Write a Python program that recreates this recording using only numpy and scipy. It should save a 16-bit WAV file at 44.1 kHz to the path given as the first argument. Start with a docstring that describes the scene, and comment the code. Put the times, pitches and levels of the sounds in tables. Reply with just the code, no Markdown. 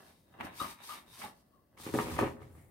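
"""In a small quiet room a thin card sleeve is worked open by hand: grainy hiss, scrape, ringing taps.
A plastic tray slides out in three tugs, squeaking on the card as sine slips and grit that rings edge modes.
The empty sleeve drops into a large carton: filtered grains rustle as film, blows and rumble ring wall modes.
Last, fingers brush the tray: high hiss over a duller rub.
A two-port microphone hears it a metre or two away, over steady room tone and a diffuse noise tail."""
import sys
import numpy as np
from scipy import signal
from scipy.fft import rfft, irfft, next_fast_len
from scipy.io import wavfile
from scipy.ndimage import uniform_filter1d, map_coordinates

SR = 44100
rng = np.random.default_rng(int(sys.argv[2]) if len(sys.argv) > 2 else 0)


def unload_audio(sound):
    """Save the sound as a 16-bit wav file, at the path given as the first command line argument."""
    columns = np.transpose(np.atleast_2d(sound))
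    # keep every value between -1 and 1, then stretch to whole-number steps
    steps = np.round(np.clip(columns, -1, 1) * 32767)
    wavfile.write(sys.argv[1], SR, steps.astype(np.int16))


N = 119070


def undb(db):
    """Decibels to amplitude."""
    return 10 ** (np.asarray(db) / 20)


def unit(x):
    """Scale to unit RMS."""
    return x / np.sqrt(np.mean(x ** 2))


def unit_energy(x):
    """Scale to unit energy, averaged over the channels of a two-channel array."""
    channels = len(x.shape)
    return x / np.sqrt(np.sum(x ** 2) / channels)


def fade(t_s, t60_s):
    """Exponential decay by 60 dB in t60, at least 5 ms."""
    return np.exp(-np.log(1000) * np.abs(t_s) / np.maximum(t60_s, .005))


def colour(x, points):
    """Zero-phase filter through (Hz, dB) points, interpolated over log frequency."""
    hz, db = np.array(points, float).T
    length = x.shape[-1]
    n = next_fast_len(length)
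    bin_hz = np.maximum(np.arange(n // 2 + 1) * SR / n, 1)
    gain_db = np.interp(np.log(bin_hz), np.log(np.maximum(hz, 1)), db)
    return irfft(rfft(x, n) * undb(gain_db), n)[..., :length]


def curve(table, axis):
    """Gain over time from one dB column, -150 dB outside the table."""
    p = np.array(table, float)
    return undb(np.interp(np.arange(N) / SR, p[:, 0], p[:, axis], left=-150, right=-150))


def ring(x, modes):
    """Excite decaying sine modes, sign flipping every four; the summed impulse response peaks at 1."""
    t = np.arange(SR // 4) / SR
    body = 0
    for k, (hz, db, t60) in enumerate(modes):
        decay = np.exp(-np.log(1000) * t / max(t60, .004))
        body = body + (-1) ** (k // 4) * undb(db) * np.sin(2 * np.pi * hz * t) * decay
    return signal.fftconvolve(x, body / np.abs(body).max())[:N]


def band(x, hz, width_hz):
    """Resonant band at unit RMS."""
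    return unit(signal.lfilter(*signal.iirpeak(hz, hz / width_hz, fs=SR), x))


def grains(rate_per_s, scatter_db):
    """Dense random clicks of uneven size, unit RMS."""
    hit = rng.random(N) < rate_per_s / SR
    boost_db = scatter_db * np.minimum(rng.exponential(size=N), 2)
    return unit(hit * rng.standard_normal(N) * undb(boost_db))


def walk(rate_per_s):
    """Smoothed random steps, unit RMS."""
    k = int(SR / rate_per_s)
    steps = np.repeat(rng.standard_normal(N // k + 1), k)
    return unit(uniform_filter1d(uniform_filter1d(steps, k), k)[:N])


THUMP_S, CRACK_ABOVE_HZ, RATTLE_RISE_S = 0.00026, 554, 0.0036


def blows(table, modes):
    """Each blow is a soft thump and a hard crack, both with a fading noise rattle, ringing the body."""
    push, t = np.zeros((2, N + SR)), np.arange(SR // 2) / SR
    chance = rng.standard_normal((len(table), 2, len(t)))
    for (s, crack_db, thump_db, rattle_db, t60), noise in zip(table, chance):
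        shape = np.clip(t / RATTLE_RISE_S, 0, 1) * fade(t, t60)
        rattle = noise * undb(rattle_db) * shape / np.sqrt(np.sum(shape ** 2))
        force = (t == 0) + rattle
        start = int(s * SR)
        push[:, start:start + len(t)] += undb([[thump_db], [crack_db]]) * force
    soft = t * np.exp(-t / THUMP_S)
    thump = signal.fftconvolve(push[0], soft / soft.sum())
    crack = signal.sosfilt(signal.butter(2, CRACK_ABOVE_HZ, "high", fs=SR, output="sos"), push[1])
    return ring(thump[:N] + crack[:N], modes)


# Spread of diffuse sound. Each row: frequency in Hz, side over mid in dB.
SIDE_WIDTH = [(40, -9), (120, -11), (300, -11), (600, -2.5), (1200, -1.5), (2500, -0.9), (15000, 0.2)]


def spread(mid, side):
    """Two diffuse signals to left and right; the bass is nearly the same in both."""
    side = colour(side, SIDE_WIDTH)
    return np.array([mid + side, mid - side])


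# Room tone spectrum. Each row: frequency in Hz, relative gain in dB.
AIR_COLOUR = [(12, -37.5), (20, -1.5), (98, -2.5), (316, -7.5), (406, -13.5), (583, -13), (1780, -38.5),
              (1930, -29.5), (3380, -59), (4990, -53), (15600, -33)]
AIR_DB, AIR_WAVER_DB_RMS = -65.5, 3


def air():
    """Room tone: coloured noise, its level wavering a little."""
    noise = colour(rng.standard_normal((2, N)), AIR_COLOUR)
    mid, side = noise * undb(AIR_WAVER_DB_RMS * walk(6.16))
    return unit(spread(mid, side)) * undb(AIR_DB)


# Card-on-card spectrum. Each row: frequency in Hz, relative gain in dB.
SCRAPE_SPECTRUM = [(500, -23.5), (900, 8), (1500, -2.5), (2200, 1.5), (3200, -7), (5000, -29.5)]


def scrape():
    """Coarse card-on-card grit in the middle register, its level flickering."""
    return unit(colour(grains(2500, 1.74), SCRAPE_SPECTRUM)) * undb(0.7 * walk(59.83))


# Rubbing of fingers, tray and card.
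# Each row: time in seconds, then treble hiss, scrape, sleeve hum and tray ring, all in dB.
SLIDE_LEVELS = [(0.0, -70, -85, -60, -87), (0.088, -69, -69, -64, -80), (0.22, -81.5, -86, -87, -91.5),
                (0.386, -81, -82, -59.5, -83), (0.41, -69, -40.5, -41, -73), (0.426, -72, -66, -45, -76),
                (0.454, -56.5, -54, -47.5, -70), (0.504, -79, -61.5, -57, -71),
                (0.572, -56.5, -62, -66, -78), (0.602, -50.5, -52.5, -54.5, -50),
                (0.622, -52, -52, -45, -72), (0.72, -56, -57, -61, -66), (0.768, -76.5, -69, -92, -83),
                (0.812, -70, -61, -71, -67), (0.838, -56, -59.5, -63, -64), (0.872, -54.5, -62, -70, -74),
                (0.896, -54, -55, -61, -62.5), (0.91, -55, -55, -68, -71), (0.946, -55, -53, -58.5, -68),
                (0.984, -60.5, -60, -61, -63), (1.048, -80, -75, -75, -94), (1.082, -71, -72, -65.5, -71.5),
                (1.142, -60, -66, -100, -66), (1.176, -61.5, -63.5, -68, -78), (1.2, -53, -61, -57, -77),
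                (1.22, -55, -49, -63, -65), (1.25, -55.5, -49.5, -49, -63), (1.342, -78, -92, -69, -95),
                (1.406, -74.5, -82, -79, -104), (1.44, -85.5, -100, -78, -100),
                (1.484, -86, -95, -79, -113), (1.68, -90, -100, -83.5, -111), (1.76, -87, -100, -73, -106)]
# Hiss spectrum. Each row: frequency in Hz, relative gain in dB.
SLIDE_SPECTRUM = [(1940, -15), (3300, -1.5), (3660, -7.5), (4370, 0), (5740, -4), (7450, -8.5), (8940, -1),
                  (10500, -7), (12600, -4.5), (15600, -15.5)]
# Sleeve modes. Each row: frequency in Hz, relative level in dB, t60 in seconds (ring() holds it above 4 ms).
SLEEVE_MODES = [(205, -13.5, 0.02), (254, 0, 0.028), (349, -3.5, 0.028), (556, -7, 0.039),
                (800, -4.5, 0.025), (981, -5.5, 0.016), (1148, 0, 0.0089), (1530, -5, 0.005),
                (1750, -9, 0.04), (1994, -6, 0.014), (2750, -11, 0.02), (3060, -6, 0.0028)]
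SLIDE_GRAINS_PER_S, SLIDE_SCATTER_DB = 6500, 0.5
TRAY_HZ, TRAY_WIDTH_HZ = 3740, 400


def slide():
    """Grainy hiss and scrape of tray on card; the sleeve hums and the tray rings thinly."""
    grit = grains(SLIDE_GRAINS_PER_S, SLIDE_SCATTER_DB)
    hiss = unit(colour(grit, SLIDE_SPECTRUM)) * undb(0.82 * walk(40.24))
    hum = unit(ring(grains(1500, 2.9), SLEEVE_MODES))
    tray = band(band(grit, TRAY_HZ, TRAY_WIDTH_HZ), TRAY_HZ, TRAY_WIDTH_HZ)
    parts = [hiss, scrape(), hum, tray]
    return sum(part * curve(SLIDE_LEVELS, axis=k + 1) for k, part in enumerate(parts))


# Taps and pops of the sleeve.
# Each row: start in seconds, crack in dB, thump in dB, rattle in dB re the blow, rattle t60 in seconds.
SLEEVE_BLOWS = [(.34, -43, -43.5, -2, 0.078), (.397, -42, -40, -21, 0.042), (.408, -26.5, -31.5, -5, 0.16),
                (.445, -35.5, -28, -3, 0.11), (.469, -29, -34, -8, .08), (.615, -35.5, -23.5, -15, 0.065),
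                (.804, -40.5, -58, -17, 0.052), (1.218, -35, -46, 1.5, 0.12), (1.241, -43, -38, -31, 0.1),
                (1.26, -36, -36, -12, 0.078)]


def sleeve_taps():
    """Taps and pops ring the sleeve modes."""
    return blows(SLEEVE_BLOWS, SLEEVE_MODES)


# Tray edge modes. Each row: frequency in Hz, relative level in dB, t60 in seconds.
EDGE_MODES = [(1137, -2.5, 0.095), (1216, -7, 0.056), (1320, -4.5, 0.033), (2900, -5.5, 0.025),
              (3870, -8, .03)]
# Catches of the tray edge.
# Each row: start in seconds, level in dB, attack in seconds, t60 in seconds, mean slip rate in Hz.
EDGE_CATCHES = [(0.599, -33, 0.0037, 0.088, 1230), (0.614, -31.5, 0.0036, 0.057, 1196),
                (0.625, -45.5, 0.0036, .08, 1153), (0.643, -44.5, .004, 0.19, 1230),
                (0.891, -38, 0.0028, 0.051, 1148), (.904, -41, .003, 0.062, 1191),
                (0.918, -44.5, 0.0022, 0.18, 1173), (1.237, -42.5, 0.0062, 0.13, 825),
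                (1.51, -70.5, 0.032, 0.35, 1139)]
SLIP_WANDER_RMS, SLIP_GRIT_DB, SLIPS_PER_S = 0.0298, -6.5, 3000


def squeak():
    """Each catch swells and fades a sine at a wandering slip rate, plus grit ringing the edge modes."""
    t, total = np.arange(N) / SR, 0
    warped_s = np.cumsum(1 + SLIP_WANDER_RMS * walk(150)) / SR
    grit = undb(SLIP_GRIT_DB) * unit(ring(grains(SLIPS_PER_S, 1.5), EDGE_MODES))
    for s, db, attack, t60, hz in EDGE_CATCHES:
        slips = np.sqrt(2) * np.sin(2 * np.pi * hz * warped_s)
        swell = np.clip((t - s) / attack, 0, 1) * fade(np.maximum(t - s - attack, 0), t60)
        total = total + undb(db) * swell * (slips + grit)
    return total


# Tumbling in the carton.
# Each row: time in seconds, then film rustle, scrape, carton rumble and deep thud, all in dB.
TUMBLE_LEVELS = [(1.76, -107, -101, -85, -68), (1.774, -69, -62.5, -62, -80),
                 (1.812, -55, -63.5, -67.5, -57.5), (1.876, -56, -50, -53.5, -63),
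                 (1.926, -59.5, -63, -59, -48.5), (1.944, -52, -49, -37.5, -41.5),
                 (1.978, -49.5, -56, -40.5, -51), (1.994, -51, -40.5, -35, -44),
                 (2.024, -51, -52, -42, -49.5), (2.068, -55, -50, -53.5, -44), (2.086, -55, -50, -47, -58),
                 (2.126, -54, -53, -43, -41), (2.18, -57.5, -53, -62, -45.5),
                 (2.188, -52, -42.5, -33.5, -34.5), (2.272, -64, -49.5, -38.5, -46.5),
                 (2.314, -70, -62.5, -60, -50), (2.366, -79, -79, -60, -78), (2.418, -102, -70, -58, -52.5),
                 (2.542, -109, -110, -73, -62), (2.584, -102, -82, -67, -56.5),
                 (2.664, -102, -101, -102, -65), (2.7, -92, -94, -72, -70)]
# Film spectrum. Each row: frequency in Hz, relative gain in dB.
FILM_SPECTRUM = [(1940, -28), (3300, -2.5), (7500, -7.5), (9360, -4), (10200, -8), (14000, -9.5),
                 (15600, -15)]
# Carton modes. 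Each row: frequency in Hz, relative level in dB, t60 in seconds.
CARTON_MODES = [(129.5, -14, 0.13), (174.6, -8.5, 0.1), (232, -3.5, 0.064), (277.7, -1, 0.047),
                (345.4, -1.5, 0.1), (413, 3, 0.075), (531, 4, 0.038), (734, -2.5, 0.037), (977, -7, 0.03),
                (1232, 2.5, 0.02), (1520, -5.5, 0.013), (1728, -5, 0.013), (1993, -15, 0.024),
                (2776, -22, 0.03)]
FILM_GRAINS_PER_S, FILM_SCATTER_DB = 5600, 2
THUD_HZ, THUD_WIDTH_HZ = 92, 42


def tumble():
    """Film crackles and card scrapes as grains while carton modes rumble and low band noise thuds."""
    grit = grains(FILM_GRAINS_PER_S, FILM_SCATTER_DB)
    film = unit(colour(grit, FILM_SPECTRUM)) * undb(1.3 * walk(50.24))
    rumble = unit(ring(grains(400, 1.7), CARTON_MODES))
    thud = band(rng.standard_normal(N), THUD_HZ, THUD_WIDTH_HZ)
    parts = [film, scrape(), rumble, thud]
    return sum(part * curve(TUMBLE_LEVELS, axis=k + 1) for k, part in enumerate(parts))


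# Knocks in the carton.
# Each row: start in seconds, crack in dB, thump in dB, rattle in dB re the blow, rattle t60 in seconds.
CARTON_BLOWS = [(1.776, -49.5, -48, -11, 0.051), (1.8, -40, -42.5, -26, 0.06),
                (1.865, -27.5, -22, -12, .07), (1.89, -60, -27.5, -9, 0.072), (1.94, -21.5, -14, -7, 0.14),
                (1.956, -28, -16, -7, 0.047), (1.988, -13, -18, -7.5, 0.1), (2.001, -20, -19.5, -13, 0.082),
                (2.044, -43, -25, -23, 0.04), (2.06, -32, -32, -1, 0.089), (2.084, -46, -25.5, -19, 0.12),
                (2.119, -34.5, -30.5, -5, 0.077), (2.166, -29, -27, -6, 0.058),
                (2.19, -9.5, -15.5, -12, 0.2), (2.211, -20, -14, 1, 0.17), (2.234, -28, -23.5, -18, 0.082),
                (2.259, -45, -23, -28, 0.06), (2.383, -43, -44, -13, .08), (2.419, -40, -49, -10, 0.16),
                (2.552, -46, -43.5, -18, 0.11)]


def carton_knocks():
    """Knocks of the dropped sleeve ring the carton modes."""
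    return blows(CARTON_BLOWS, CARTON_MODES)


# Fingers brushing the tray. Each row: time in seconds, hiss in dB, rub in dB.
BRUSH_LEVELS = [(2.36, -82, -76), (2.414, -85, -82), (2.424, -74, -65), (2.462, -83, -80),
                (2.542, -76.5, -96), (2.552, -73, -83), (2.582, -74, -73), (2.7, -81, -84)]
# Skin hiss spectrum. Each row: frequency in Hz, relative gain in dB.
BRUSH_SPECTRUM = [(5000, -17), (7500, 1.5), (9000, 5), (12000, 1), (15600, -7)]
RUB_HZ, RUB_WIDTH_HZ = 1990, 540


def brush():
    """Soft, high hiss of skin on plastic over a duller rub, both from the same grains."""
    grit = grains(4600, 1.3)
    hiss = unit(colour(grit, BRUSH_SPECTRUM))
    rub = band(band(grit, RUB_HZ, RUB_WIDTH_HZ), RUB_HZ, RUB_WIDTH_HZ)
    return hiss * curve(BRUSH_LEVELS, axis=1) + rub * curve(BRUSH_LEVELS, axis=2)


# Reverberation. Each row: frequency in Hz, t60 in seconds.
REVERB_T60 = [(100, 0.73), (1000, 0.28), (15000, 0.19)]
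ROOM_DB, ROOM_GAP_S = -10, 0.0047
NEAR_DB, NEAR_T60_S = -7, 0.031  # reflections off bed, body and carton, opposite in the two ports


def room(x, point):
    """Close reflections widen the point-like hits; a diffuse tail, shorter in the treble, follows."""
    t, tail = np.arange(SR // 2) / SR, 0
    table_hz, table_t60_s = np.array(REVERB_T60).T
    for hz in 60 * 2. ** np.arange(9):
        t60 = np.interp(np.log(hz), np.log(table_hz), table_t60_s)
        octave = [(hz / 2, -60), (hz / 1.4, -3), (hz, 0), (hz * 1.4, -3), (hz * 2, -60)]
        part = colour(rng.standard_normal((2, len(t))), octave)
        tail = tail + part * fade(t, t60) / np.sqrt(t60)
    tail = tail * np.clip(t / ROOM_GAP_S - 1, 0, 1)  # silent for one gap, full after two
    near = rng.standard_normal(len(t)) * fade(t, NEAR_T60_S)
    mid, side = signal.fftconvolve(x[None], undb(ROOM_DB) * unit_energy(tail), axes=1)[:, :N]
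    close = signal.fftconvolve(point, undb(NEAR_DB) * unit_energy(near))[:N]
    return spread(mid, side + close)


PORT_LAG_S = .00009


def scene():
    """Point-like hits reach the right port late; rubbing is spread wide; room and air are added."""
    point = squeak() + sleeve_taps() + carton_knocks()
    late = map_coordinates(point, [np.arange(N) - PORT_LAG_S * SR], mode="nearest")
    # rubbing comes from wide surfaces, so each port hears partly its own grains
    mid, side = (slide() + tumble() + brush() for _ in range(2))
    return np.array([point, late]) + spread(mid, side) + room(point + mid, point) + air()


# Port colour difference. Each row: frequency in Hz, left minus right in dB.
PORT_DIFFERENCE = [(60, 0), (250, 0.7), (600, 1.1), (2000, 0.1), (4000, 1.4), (6000, -3), (8000, 3),
                   (15000, 8)]
MIC_LOW_HZ, TOP_HZ = 55, 15800


def record(dry):
    """The two ports differ in colour; deep bass rolls off and the top is cut steeply."""
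    # half the difference to each port
    left_points, right_points = ([(hz, share * db) for hz, db in PORT_DIFFERENCE] for share in (.5, -.5))
    ports = np.array([colour(dry[0], left_points), colour(dry[1], right_points)])
    ports = signal.sosfilt(signal.butter(4, MIC_LOW_HZ, "high", fs=SR, output="sos"), ports)
    return signal.sosfilt(signal.ellip(12, .2, 80, TOP_HZ, fs=SR, output="sos"), ports)


dry = scene()
out = record(dry)
unload_audio(out)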